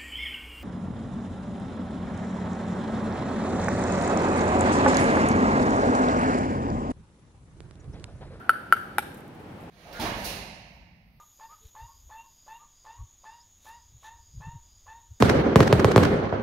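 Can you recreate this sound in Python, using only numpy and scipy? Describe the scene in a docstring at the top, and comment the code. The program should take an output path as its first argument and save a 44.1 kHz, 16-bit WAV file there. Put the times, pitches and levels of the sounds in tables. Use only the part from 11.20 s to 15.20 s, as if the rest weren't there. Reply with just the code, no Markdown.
"""A crested guan, a big forest bird, yelps ten times over buzzing insects, and trees throw the calls back.
Each call starts with a rasp and rises as a clean honk; the early ones crack upward into a squeal.
Near the start a far bird hoots and leaves rustle. At about 1.5 s the highest of three insects stops.
Later a far bird peeps and leaves rustle twice more. Wind bumps the microphone now and then,
most of all near the end."""
import sys
import numpy as np
from scipy import signal
from scipy.fft import rfft, irfft
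from scipy.io import wavfile

SR = 44100
rng = np.random.default_rng(int(sys.argv[2]) if len(sys.argv) > 2 else 0)


def waveform_to_disk(signal):
    """Save audio, clipped to [-1, 1], as 16-bit WAV at the path in sys.argv[1]."""
    frames = np.transpose(np.atleast_2d(signal))
    scaled = np.clip(frames, -1, 1) * 32767
    samples = np.round(scaled).astype(np.int16)
    wavfile.write(sys.argv[1], SR, samples)


N = 176400
TIME = np.arange(N) / SR
WOBBLE_HZ = 160  # how fast the guan's voice trembles
# the breathy hiss in the guan's voice: f/Hz, level/dB
RASP_SPECTRUM = [(200, -32.5), (500, -7.5), (700, -9), (1000, 2.5), (1200, -3.5), (1500, -11.5),
                 (3800, -19.5), (14000, -40.5)]


def guan(attack_s=.002, release_s=.033, click_s=.0016, rasp_db=-55, rasp_db_per_s=-115):
    """The throat clicks and rasps, then a honk slides up; its overtones swell one by one."""
    # calls: start/s, length/s, level/dB, pitch/Hz, rise/Hz, harmonic 2 boost/dB, harmonic 3 boost/dB,
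    # harmonic 3 delay/s, mid-call drop/dB
    calls = [(0.191, 0.096, -42.5, 886.4, 75, -6, -5.5, 0.054, -6),
             (0.545, 0.14, -43, 878, 68, -6, -3, .088, -7),
             (.893, 0.15, -44, 874, 49.3, -2.5, 11, 0.12, -3),
             (1.264, 0.13, -42, 878.4, 71.3, -3, 5, 0.075, -7),
             (1.645, 0.17, -43.5, 883, 75.2, -5, -2, 0.071, -12),
             (2.035, 0.2, -44, 877.7, 66, -2, 1, 0.073, -9),
             (2.449, 0.18, -44, 886.8, 70, 0.5, 2, 0.063, -8.5),
             (2.825, .2, -45, 877, 56.4, 1.5, -0.5, 0.059, -7),
             (3.202, 0.21, -44.5, 882.3, 52.5, 2, 4, 0.061, -4),
             (3.66, .2, -45, 879, 54.1, 1, 3.5, 0.025, -5.5)]
    # strength of the honk's lowest tone: t/s into the call, level/dB
    effort = [(.014, -8), (.034, -6.5), (.064, -1.1), (.115, 1), (.15, -11.5), (.2, -4.5)]
    # overtones, at 2 to 5 times the pitch: level/dB, peak/s into the call, width/s
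    overtones = [(-11, 0.033, 0.034), (-21.5, 0.0016, 0.028), (-26, 0.028, 0.079), (-25, 0.042, 0.0059)]
    # throat clicks: t/s into the call, level/dB, f/Hz
    clicks = [(0, -56.5, 586), (.0065, -48, 1065)]
    out, rasp = np.zeros(N), noise(RASP_SPECTRUM)
    pitch_wobble = 1 + .0045 * wander(WOBBLE_HZ)
    level_wobble = 1 + .09 * wander(WOBBLE_HZ)
    flutters = [(2.5 * wander(hz=70), .22 * wander(WOBBLE_HZ)) for _ in overtones]
    for start, length, db, hz, rise_hz, second_db, third_db, third_s, drop_db in calls:
        span = slice(round(start * SR), round((start + length) * SR))
        t = TIME[span] - TIME[span][0]
        honk_age = np.maximum(t - effort[0][0], 0)
        fades = np.minimum(honk_age / attack_s, 1) * np.clip((length - t) / release_s, 0, 1)
        rise = (1 + np.tanh((t - .08) / .032)) / 2
        scoop = .04 * np.exp(-honk_age / .009)  # the note starts a little low
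        angle = phase((hz * (1 - scoop) + rise_hz * rise) * pitch_wobble[span])
        drop = np.clip((t - .066) / .0077, 0, 1)  # the lowest tone suddenly weakens
        voice = amp(curve(effort, t) + drop_db * drop) * np.sin(angle)
        for k, ((level, peak, width), (flicker_db, blur)) in enumerate(zip(overtones, flutters), 2):
            boost_db, delay = {2: (second_db, 0), 3: (third_db, third_s)}.get(k, (0, 0))
            build = np.minimum(honk_age / ((k - 1) * .011), 1)  # higher tones come in later
            dull_db = 52 * (4 - k) * np.maximum(t - .13, 0)  # the ending favours low overtones
            gain = amp(level + boost_db + dull_db + flicker_db[span]) * build
            voice += gain * swell(start + peak + delay, width)[span] * np.sin(k * angle + blur[span])
        honk = np.sqrt(2) * amp(db) * voice * level_wobble[span]
        out[span] += fades * (honk + rasp[span] * amp(rasp_db + rasp_db_per_s * t))
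        for at, level, ring_hz in clicks:
            age = np.maximum(t - at, 0)
            ring = np.sin(2 * np.pi * ring_hz * age) + .45 * rasp[span]
            out[span] += amp(level) * age / click_s * np.exp(1 - age / click_s) * ring
    return out


def squeals(base_hz=930):
    """The voice splits: a hoarse note arches upward while a weak one stays near the honk's pitch."""
    # voice cracks: start/s, length/s, top pitch/Hz, level/dB, share of the pitch arch that is sung
    cracks = [(-.04, 0.09, 1222, -51.5, 0.54), (0.284, 0.083, 1260, -52.5, 0.84),
              (0.658, 0.088, 1113, -61.5, .85), (1.03, 0.046, 1080, -63, 0.49),
              (1.382, 0.082, 1212, -57.5, 1), (1.759, 0.084, 1139, -60.5, 0.55)]
    out, wobble = np.zeros(N), 1 + .02 * wander(WOBBLE_HZ)
    rasp = amp(-9) * noise(RASP_SPECTRUM)
    weak_note = amp(-57) * np.sin(phase(base_hz * wobble))
    for start, length, top_hz, db, share in cracks:
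        pitch = base_hz + (top_hz - base_hz) * arch(start, length / share)
        hoarse_note = np.sqrt(2) * np.sin(phase(pitch * wobble)) + rasp
        out += arch(start, length) ** 2 * (amp(db) * hoarse_note + weak_note)
    return out


def forest(sound, tail_db=-11, build_s=.0041):
    """Trees throw a sound back: it gains two single echoes and a soft, dying tail."""
    # echoes off single trees: delay/s, level/dB
    echoes = [(.026, -27), (.05, -23)]
    # the tail of many blended echoes: f/Hz, time to fade by 60 dB/s, level/dB
    tail_bands = [(310, 0.32, -6.5), (895, 0.38, 1.5), (3030, 0.43, -1)]
    hz, t, bands = signal.stft(rng.standard_normal(SR), SR, nperseg=256)
    fade_db = curve(tail_bands, hz, column=2)[:, None] - 60 * t / curve(tail_bands, hz)[:, None]
    build = 1 - np.exp(-t / build_s)
    tail = signal.istft(bands * amp(fade_db) * build, SR, nperseg=256)[1]
    response = amp(tail_db) * tail / np.linalg.norm(tail)
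    for delay, db in echoes:
        response[round(delay * SR)] += amp(db)
    return sound + signal.fftconvolve(sound, response)[:N]


def wind():
    """Swirling air hits the microphone in low thumps, over a light rumble."""
    # thumps: peak/s, width/s, level/dB, f/Hz
    bumps = [(.46, 0.0064, -43.5, 75.7), (0.638, 0.021, -44.5, 76), (.86, 0.023, -51.5, 56.3),
             (1.819, 0.024, -38, 75.2), (2.76, 0.031, -52.5, 96.4), (3.184, 0.027, -39, 98),
             (3.28, 0.014, -36.5, 103.6), (3.358, 0.015, -40, 99), (3.919, 0.018, -42, 69.8)]
    # the rumble between them: t/s, level/dB
    breeze = [(0, -76.5), (.9, -61.5), (1.1, -78.5), (1.9, -72), (3.3, -56.5), (4, -66)]
    out = amp(curve(breeze, TIME)) * swirls(hz=62)
    for peak, width, db, hz in bumps:
        shape = swell(peak, width) ** 2
        out += amp(db) * unit(shape * swirls(hz)) * np.sqrt(np.mean(shape ** 2))
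    return out


def swirls(hz):
    """Churning air makes a rumble centred on one frequency."""
    # the rumble's tone: multiple of the centre frequency, level/dB
    spectrum = [(.25, -10.5), (1, 1.5), (1.5, -2), (2.1, -29), (30, -84.5)]
    return noise([(ratio * hz, db) for ratio, db in spectrum])


def insects(drone_db=-62, churr_db=-69, flutter_hz=280):
    """One insect drones, one churrs about twice a second, and one sizzles very high, then stops."""
    # the tone of each insect: f/Hz, level/dB
    drone_spectrum = [(5000, -41.5), (5900, -26.5), (6200, -9), (6500, -5), (6850, 2.5), (7020, -5),
                      (7280, -40.5)]
    churr_spectrum = [(4200, -47), (4650, -8.5), (4830, 3.5), (5050, -2.5), (5400, -13), (6500, -50),
                      (9000, -33), (9750, -15), (10400, -55)]
    sizzle_spectrum = [(8500, -24), (10300, -10), (12200, 0), (13300, 3.5), (14300, -10), (14900, -25),
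                       (16000, -27)]
    # when each churr begins: t/s
    churr_starts = [.12, .57, 1.05, 1.50, 1.979, 2.458, 2.95, 3.42, 3.93]
    # the sizzle's loudness: t/s, level/dB
    sizzle_levels = [(0, -69), (1.15, -73.5), (1.23, -79), (1.31, -72), (1.40, -75), (1.47, -104)]
    drone_gain = amp(drone_db + .43 * wander(hz=6))
    drone = drone_gain * unit(noise(drone_spectrum) * (1 + .076 * wander(flutter_hz)))
    churr = amp(churr_db) * noise(churr_spectrum) * sum(arch(s, length=.28) for s in churr_starts)
    sizzle = amp(curve(sizzle_levels, TIME)) * noise(sizzle_spectrum) * (1 + .2 * wander(flutter_hz))
    return drone + churr + sizzle


def leaves(grain_db=2.5, grain_hz=200):
    """Leaves rustle in three short, grainy swishes."""
    # swishes: peak/s, width/s, level/dB, treble/dB
    rustles = [(0.462, 0.025, -67, 0.5), (2.478, 0.029, -65, 5.5), (2.861, 0.022, -58, -6)]
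    # the lower and upper parts of a swish: f/Hz, level/dB
    body_spectrum = [(1000, -24), (2900, -8), (3700, 4), (4900, -16), (6500, -2.5), (8500, -32)]
    top_spectrum = [(5000, -4), (7300, -1), (8700, -15.5), (10000, -1), (13800, -4.5), (15500, -5.5)]
    body, top = noise(body_spectrum), noise(top_spectrum)
    out = np.zeros(N)
    for peak, width, db, treble_db in rustles:
        out += amp(db) * swell(peak, width) * (body + amp(treble_db) * top)
    return out * amp(grain_db * wander(grain_hz))


def far_birds(hoot_at=.409, hoot_s=.075, hoot_hz=444, peep_at=2.199, peep_s=.029):
    """One faint low hoot and, later, one quick rising peep."""
    hoot = amp(-66) * arch(hoot_at, hoot_s) ** 2 * np.sin(2 * np.pi * hoot_hz * TIME)
    peep_hz = np.interp(TIME, [peep_at, peep_at + peep_s], [4560, 5550])
    peep = amp(-59) * arch(peep_at, peep_s) ** 2 * np.sin(phase(peep_hz))
    return np.sqrt(2) * (hoot + peep)


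def air(level_db=-64.5):
    """Still air and the far forest make a steady hush."""
    # the tone of the hush: f/Hz, level/dB
    spectrum = [(30, 15.5), (250, -2), (500, -9.5), (950, -5), (1400, -12), (2600, -12.5), (3550, -3),
                (4300, -11), (5800, -8.5), (7600, -11.5), (8400, -21), (13700, -12), (15200, -15.5)]
    return amp(level_db) * noise(spectrum)


def amp(db):
    """Turns decibels into a number to multiply by."""
    return 10 ** (np.asarray(db) / 20)


def unit(x):
    """Scales a signal to an average strength (rms) of 1."""
    return x / np.sqrt(np.mean(x ** 2) + 1e-20)


def curve(points, at, column=1):
    """Reads a table, drawing straight lines between its rows."""
    table = np.transpose(points)
    return np.interp(at, table[0], table[column])


def colour(x, spectrum):
    """Makes each frequency louder or softer, following rows of f/Hz, level/dB."""
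    table, hz = np.transpose(spectrum), np.fft.rfftfreq(len(x), 1 / SR)
    gain_db = np.interp(np.log(hz + 1), np.log(table[0]), table[1])
    return irfft(rfft(x) * amp(gain_db), len(x))


def noise(spectrum):
    """Noise of strength 1 with the given tone."""
    return unit(colour(rng.standard_normal(N), spectrum))


def wander(hz):
    """A random wobble of strength 1, mostly slower than the given rate."""
    smoothing = 1 + (np.fft.rfftfreq(N, 1 / SR) / hz) ** 2
    return unit(irfft(rfft(rng.standard_normal(N)) / smoothing, N))


def arch(start, length):
    """A rounded rise and fall."""
    return np.sqrt(np.abs(np.sin(np.pi * np.clip((TIME - start) / length, 0, 1))))


def swell(peak, width):
    """A bell-shaped rise and fall with soft edges."""
    return 1 / np.cosh(np.clip((TIME - peak) / width, -20, 20))


def phase(hz):
    """The angle a wave has turned through as its pitch changes."""
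    return 2 * np.pi * np.cumsum(hz) / SR


def scene():
    """Two close microphones hear almost the same; wind, background and echoes differ a little."""
    # how much left and right differ: f/Hz, level/dB
    stereo_width = [(200, -23), (900, -30.5), (4000, -35.5), (6800, -32.5), (8500, -16.5)]
    gusts, birds = wind(), guan() + squeals() + far_birds()
    middle = forest(birds) + insects() + leaves() + gusts + air()
    side = colour(gusts + air() + insects() + leaves() + forest(birds) - birds, stereo_width)
    return np.array([middle + side, middle - side])


def record(dry, cutoff_hz=15700):
    """The recorder cuts off the very highest treble."""
    low_pass = signal.firwin(511, cutoff_hz, window=("kaiser", 9), fs=SR)
    return signal.oaconvolve(dry, low_pass[None], "same")


dry = scene()
out = record(dry)
waveform_to_disk(out)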